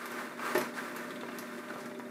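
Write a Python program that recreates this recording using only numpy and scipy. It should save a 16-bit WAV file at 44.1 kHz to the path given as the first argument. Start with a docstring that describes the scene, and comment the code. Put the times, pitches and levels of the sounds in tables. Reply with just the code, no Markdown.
"""Electric drum carder in a small room

The motor hums, the wooden frame drones and the drive ticks evenly, with an occasional steel ping.
Wire teeth rasp through wool in swells that thin out as the tuft is drawn in.
The frame takes one firm thump and a few light knocks and clacks, and small steel parts click sharply."""
import sys
import numpy as np
from scipy import signal
from scipy.fft import rfft, irfft
from scipy.io import wavfile

SR = 44100
rng = np.random.default_rng(int(sys.argv[2]) if len(sys.argv) > 2 else 0)


def store_pcm(level_fs):
    """Save levels as 16-bit WAV."""
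    pcm = np.round(np.clip(level_fs, -1, 1) * 32767).astype(np.int16)
    wavfile.write(sys.argv[1], SR, np.atleast_2d(pcm).T)


N = 92610
TIME = np.arange(N) / SR
HIT_TIME = TIME[:N // 6]  # time axis of a single hit


def amp(db):
    """Decibels to gain."""
    return 10 ** (np.asarray(db) / 20)


def unit(x):
    """Scales to rms 1."""
    return x / np.sqrt(np.mean(x ** 2) + 1e-20)


def read(points, hz):
    """Reads a table on a log-frequency axis."""
    f, value = np.transpose(points)
    return np.interp(np.log(hz + 1), np.log(f + 1), value)


def add(mix, start, sound):
    """Mixes a sound in at a start time in seconds."""
    part = mix[round(start * SR):][:len(sound)]
    part += sound[:len(part)]


def colour(x, spectrum):
    """Shapes a signal with an EQ curve, at rms 1."""
    hz = np.fft.rfftfreq(len(x), 1 / SR)
    return unit(irfft(rfft(x) * amp(read(spectrum, hz)), len(x)))


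def wander(rate_hz):
    """A slow random curve of rms 1."""
    hz = np.fft.rfftfreq(N, 1 / SR)
    return unit(irfft(rfft(rng.standard_normal(N)) * (hz > 0) / (1 + (hz / rate_hz) ** 4), N))


def fade(t60):
    """A decay that falls 60 dB in t60 seconds."""
    return np.exp(-np.log(1000) * HIT_TIME / t60)


def attack(seconds):
    """A linear fade-in for a hit."""
    return np.minimum(HIT_TIME / seconds, 1)


def burst(spectrum, t60):
    """A blow on a part with many close, quickly dying modes."""
    return colour(rng.standard_normal(len(HIT_TIME)), spectrum) * fade(t60)


def ring(modes):
    """The dying modes of a struck part."""
    return sum(amp(db) * fade(t60) * np.sin(2 * np.pi * hz * HIT_TIME) for hz, db, t60 in modes)


# Magnetic hum. Each row: multiple of the mains frequency, relative level in dB.
HUM_HARMONICS = [(2, -72.5), (4, -51), (6, -72), (10, -55), (12, -89)]
# Rotor and gear tones. 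Each row: pitch in Hz, relative level in dB.
GEAR_TONES = [(172.2, -65), (201, -63.5), (206.5, -66), (258.4, -62), (268.6, -59), (287.2, -62.5),
              (315.8, -58.5), (353.5, -58), (388.8, -55.5)]

def motor(mains_hz=60):
    """The hum holds its pitch while the gear tones drift together; each tone wavers in level."""
    out = np.zeros(N)
    gear_time = np.cumsum(1 + 0.0056 * wander(rate_hz=6.7)) / SR
    for harmonic, db in HUM_HARMONICS:
        sway = 1 + 0.092 * wander(rate_hz=17)
        out += amp(db) * sway * np.sin(2 * np.pi * (harmonic * mains_hz * TIME + rng.random()))
    for hz, db in GEAR_TONES:
        sway = 1 + 0.22 * wander(rate_hz=0.83)
        out += amp(db) * sway * np.sin(2 * np.pi * (hz * gear_time + rng.random()))
    return np.sqrt(2) * out


# Low, woody drone. Each row: frequency in Hz, gain in dB.
DRONE_EQ = [(20, -54), (60, -15), (100, -49), (140, -1.5), (185, -11), (240, 7.5), (295, -6), (360, 7.5),
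            (440, -2.5), (530, -4.5), (620, 3.5), (720, -27), (1000, -19.5), (1700, -31.5), (3000, -28),
            (6000, -29), (12000, -29.5), (15500, -39)]

def drone():
    """Bearings and drums shake the wooden frame."""
    flutter = amp(1.9 * wander(rate_hz=8.1))
    return amp(-50) * colour(rng.standard_normal(N) * flutter, DRONE_EQ)


# Resonances of the drum and housing. Each row: centre in Hz, width in Hz, boost or cut in dB.
DRUM_RESONANCES = [(800, 12, -13), (984, 14, 5.5), (1058, 35, 4), (1205, 49, 8), (1370, 30, 5.5),
                   (1354, 3.7, 12.5), (1540, 38, 7.5), (1804, 35, 7), (2698, 10.5, 9.5)]

def drum(x):
    """The drum and its housing colour a sound that passes through them."""
    hz = np.fft.rfftfreq(2 * N, 1 / SR)
    gain = 1 + sum((amp(db) - 1) / (1 + 2j * (hz - f) / width) for f, width, db in DRUM_RESONANCES)
    return irfft(rfft(x, 2 * N) * gain)[:N]


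# Swells of wool against the teeth. Each row: time in seconds, rasp level in dB.
WOOL_SWELLS = [(0, -43.5), (.09, -45), (.2, -40), (.29, -46.5), (.37, -49.5), (.405, -43.5), (.465, -35.5),
               (.535, -38), (.61, -41), (.68, -44.5), (.735, -49), (.782, -38), (.815, -41), (.86, -42),
               (.945, -46), (.97, -41.5), (1.01, -43), (1.09, -46.5), (1.2, -49), (1.29, -50),
               (1.35, -46.5), (1.52, -47), (1.64, -49), (1.82, -48), (1.95, -55), (2.1, -54)]
# Short brushes of loose fibre. Each row: peak time in seconds, level in dB.
BRUSHES = [(.768, -54.5), (1.58, -60.5), (1.70, -62), (1.81, -59)]
# Body of the rasp, airy fibre hiss and thin tooth scratch. Each row: frequency in Hz, gain in dB.
RASP_EQ = [(20, -74), (200, -26), (450, -1), (750, -4), (1000, -2), (1250, -1.5), (1600, 0), (2200, -4.5),
           (3000, -14), (5000, -22), (15500, -24)]
HISS_EQ = [(20, -48), (1500, -30), (2800, 0.5), (4200, 6), (6000, 0.5), (10000, -0.5), (12500, -11),
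           (15500, -28)]
SCRATCH_EQ = [(20, -50), (1500, 10), (2800, 5), (4200, 0), (7000, -2.5), (10000, -5), (15500, -27)]

def wool(snags_per_s=5000, scratches_per_s=260):
    """Tiny snags excite the drum; fibres hiss and single teeth scratch along with them."""
    level_db = np.interp(TIME, *np.transpose(WOOL_SWELLS)) + 0.5 * wander(rate_hz=30)
    drag = amp(level_db + 40)  # 1 when the rasp is at -40 dB
    rasp_snags, hiss_snags = rng.choice([-1, 1], (2, N)) * (rng.random((2, N)) < snags_per_s / SR)
    rasp = amp(level_db) * unit(drum(colour(rasp_snags, RASP_EQ)))
    brush = sum(amp(db) * np.exp(-((TIME - peak) / 0.027) ** 2) for peak, db in BRUSHES)
    hiss = np.hypot(amp(-55.5) * drag, brush) * colour(hiss_snags, HISS_EQ)
    tooth_db = 3.5 * np.minimum(rng.exponential(1, N), 2)
    teeth = amp(tooth_db) * (rng.random(N) < scratches_per_s / SR)
    scratch_envelope = signal.fftconvolve(teeth, fade(t60=0.024))[:N]
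    scratch = colour(scratch_envelope * rng.standard_normal(N), SCRATCH_EQ)
    return rasp + hiss + amp(-65) * drag * scratch


# Ticks that ping on steel. Each row: start in seconds, level in dB.
PINGS = [(1.106, -42.5), (1.1581, -47.5), (1.2095, -44.5), (1.263, -53), (1.3153, -57), (1.3873, -51.5),
         (1.6828, -54), (1.7368, -49.5), (1.9458, -54)]
# Tone of a tick and of a ping. Each row: frequency in Hz, gain in dB.
TICK_EQ = [(20, -55), (300, -13), (900, 3), (1500, -7.5), (2400, 2.5), (2900, -34), (3600, -1), (4500, -37),
           (7000, -28), (15500, -26)]
PING_EQ = [(20, -55), (1500, -4.5), (2600, -8.5), (3050, -6), (3550, 0.5), (4300, -14), (7000, -18.5),
           (15500, -34)]

def drive(first_tick_s=0.0523, period_s=0.05263):
    """The drive ticks evenly and sometimes pings on steel, all heard through the drum."""
    out = np.zeros(N)
    for start in np.arange(first_tick_s, N / SR, period_s):
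        add(out, start, amp(-45) * attack(0.0049) * burst(TICK_EQ, t60=0.055))
    for start, db in PINGS:
        add(out, start, amp(db) * burst(PING_EQ, t60=0.051))
    return drum(out)


# Dry midrange clack. Each row: frequency in Hz, gain in dB.
CLACK_EQ = [(20, -43), (300, -5), (900, 2.5), (1500, 1), (2200, -2.5), (3200, -12), (6000, -24),
            (15500, -67)]

def clack():
    """One loose part strikes and dies away quickly."""
    return burst(CLACK_EQ, t60=0.062)


# Sharp clicks. Each row: start in seconds, then levels in dB of the crack, high ring and clack.
CLICKS = [(0.0574, -47.5, -46, -47), (0.111, -56, -50, -56), (0.1185, -50.5, -63, -53),
          (.549, -42, -46, -43), (0.579, -41.5, -35, -44), (0.6006, -60, -53, -46), (0.608, -53, -64, -52),
          (.6135, -42.5, -62, -53), (0.642, -53, -65, -48), (0.9633, -47.5, -45, -46),
          (1.386, -44, -42.5, -58), (1.439, -60, -63, -61), (1.781, -61, -65, -64),
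          (1.804, -56.5, -65, -54), (1.858, -53.5, -58, -64), (1.991, -57.5, -64, -60)]
# Bright, broad crack. Each row: frequency in Hz, gain in dB.
CRACK_EQ = [(20, -39), (400, -17), (1500, 4), (2800, -7), (4200, 6.5), (7000, 6), (10000, 3), (12300, -6),
            (13200, -9), (15500, -27)]

def clicks(ring_hz=12270, skirt_hz=1070):
    """Small steel parts snap: a crack, hardest in the first instant, with a high ring and a clack."""
    out, hz = np.zeros(N), np.linspace(20, SR / 2, 200)
    skirt = np.where(hz < ring_hz, skirt_hz, skirt_hz / 2)  # steeper above the peak
    ring_eq = np.c_[hz, -20 * np.log10(1 + ((hz - ring_hz) / skirt) ** 2)]
    snap = 1 + amp(-3) * fade(t60=0.008)
    for start, crack_db, ring_db, clack_db in CLICKS:
        crack = amp(crack_db) * burst(CRACK_EQ, t60=0.041) * snap
        high_ring = amp(ring_db) * burst(ring_eq, t60=0.049)
        add(out, start, crack + high_ring + amp(clack_db) * clack())
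    return out


# Light knocks. Each row: start in seconds, level in dB.
KNOCKS = [(.119, -39.5), (0.314, -41), (0.555, -35), (1.2342, -33), (1.7597, -35), (1.9968, -36.5)]
# Their hollow ring. Each row: pitch in Hz, relative level in dB, t60 in seconds.
KNOCK_MODES = [(520, 0, 0.022), (760, -2, 0.026), (962, -1, 0.042), (1150, 3, 0.012), (1330, -9, 0.035),
               (1640, -8, 0.018)]

def knocks():
    """Loose parts knock on the frame: a hollow ring over a faint clack."""
    out = np.zeros(N)
    for start, db in KNOCKS:
        add(out, start, amp(db) * attack(0.0004) * (ring(KNOCK_MODES) + amp(-12) * clack()))
    return out


# Dry clacks. Each row: start in seconds, level in dB.
CLACKS = [(0.393, -37.5), (0.454, -43), (.553, -28), (.611, -34), (1.2825, -49), (1.2875, -38.5),
          (1.635, -46.5), (1.704, -40), (1.811, -50), (1.858, -42.5), (1.913, -43.5)]

def clacks():
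    """Loose parts of the drive clack at uneven intervals."""
    out = np.zeros(N)
    for start, db in CLACKS:
        add(out, start, amp(db) * clack())
    return out


# Pitched scrapes. Each row: peak time in seconds, half length in seconds, level in dB, pitch in Hz.
CATCHES = [(0.462, 0.057, -41, 1215), (0.787, 0.011, -36, 1580), (1.003, 0.016, -44, 1490),
           (1.288, 0.0037, -42.5, 1520), (1.705, 0.0053, -42, 1510)]

def catches(width_hz=220):
    """The teeth catch a lock of wool and scrape briefly around one pitch."""
    out, hz = np.zeros(N), np.fft.rfftfreq(N, 1 / SR)
    for peak, half_length, db, pitch in CATCHES:
        band = 1 / (1 + ((hz - pitch) / (width_hz / 2)) ** 2)
        scrape = unit(irfft(rfft(rng.standard_normal(N)) * band, N))
        out += amp(db) * np.exp(-((TIME - peak) / half_length) ** 2) * scrape
    return out


# Thump and rebounds. Each row: start in seconds, level in dB, focus pitch in Hz, attack in seconds.
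THUMPS = [(0.5504, -16, 357, 0.0048), (0.5698, -20, 368, .009), (.588, -23, 235, 0.0031),
          (.608, -27.5, 320, 0.0085)]
# Modes of the wooden frame. Each row: pitch in Hz, relative level in dB, t60 in seconds.
FRAME_MODES = [(146.3, -11.5, 0.24), (247.8, -11, 0.16), (366, 4, 0.045), (610, 0, 0.11), (873, 5.5, 0.092),
               (954, 7.5, 0.11), (1145, 4.5, 0.082), (1820, 18, 0.11)]
# Dull rush of its many weaker modes. Each row: frequency in Hz, gain in dB.
RUSH_EQ = [(20, -28), (150, -38), (210, -26), (270, 10), (360, -2.5), (500, -2), (1000, -16.5), (2000, -12),
           (5000, -24), (15500, -32)]

def thump(falloff_db_per_octave=15.5):
    """A firm blow and its softer rebounds ring the frame, driving modes near the focus pitch hardest."""
    out = np.zeros(N)
    for start, db, focus_hz, attack_s in THUMPS:
        modes = [(hz, mode_db - falloff_db_per_octave * abs(np.log2(hz / focus_hz)), t60)
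                 for hz, mode_db, t60 in FRAME_MODES]
        rush = amp(-15.5) * burst(RUSH_EQ, t60=0.19)
        add(out, start, amp(db) * attack(attack_s) * (ring(modes) + rush))
    return out


# Reverb of the small room. Each row: frequency in Hz, t60 in seconds.
ROOM_DECAY = [(100, 0.67), (1000, 0.26), (5000, 0.31), (14000, 0.15)]

def room(x, predelay_s=0.004):
    """Sparse reflections, each band dying at its own speed."""
    length = SR // 2
    taps = rng.choice([-1., 1.], length) * (rng.random(length) < 0.1) * (TIME[:length] > predelay_s)
    hz, t, bands = signal.stft(taps, SR, nperseg=256)
    decay = np.exp(-np.log(1000) * t / read(ROOM_DECAY, hz)[:, None])
    tail = signal.istft(bands * decay, SR)[1]
    return signal.fftconvolve(x, tail / np.linalg.norm(tail))[:N]


# Hum and drone rise and fall as the load changes. Each row: time in seconds, gain in dB.
LOAD_GAIN = [(0, -4), (.15, 0), (.33, -3.5), (.5, 2), (.7, 1), (1.0, -0.5), (1.28, 2), (1.55, 0), (2.1, 1)]

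def scene():
    """The running machine and the wool stay dry; only the hits feed the room. Mono."""
    running = amp(np.interp(TIME, *np.transpose(LOAD_GAIN))) * (motor() + drone())
    carding = wool() + catches()
    rattle = drive() + knocks() + clacks()
    snaps, thud = clicks(), thump()
    reverb = room(amp(-6) * rattle + amp(-3) * snaps + amp(-10.5) * thud)
    return (running + carding + rattle + snaps + thud + reverb)[None]


# Low self-noise of the microphone. Each row: frequency in Hz, gain in dB.
RUMBLE_EQ = [(20, -7), (80, 1), (150, -14), (15500, -62)]

def record(dry, low_cut_hz=103, high_cut_hz=15600):
    """A small microphone with little bass, a faint rumble of its own and a steep high cut."""
    thin = signal.sosfilt(signal.butter(4, low_cut_hz, "highpass", fs=SR, output="sos"), dry)
    rumble = amp(-86.5) * colour(rng.standard_normal(N), RUMBLE_EQ)
    high_cut = signal.firwin(511, high_cut_hz, window=("kaiser", 9), fs=SR)
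    return signal.oaconvolve(thin + rumble, high_cut[None], "same")


dry = scene()
out = record(dry)
store_pcm(out)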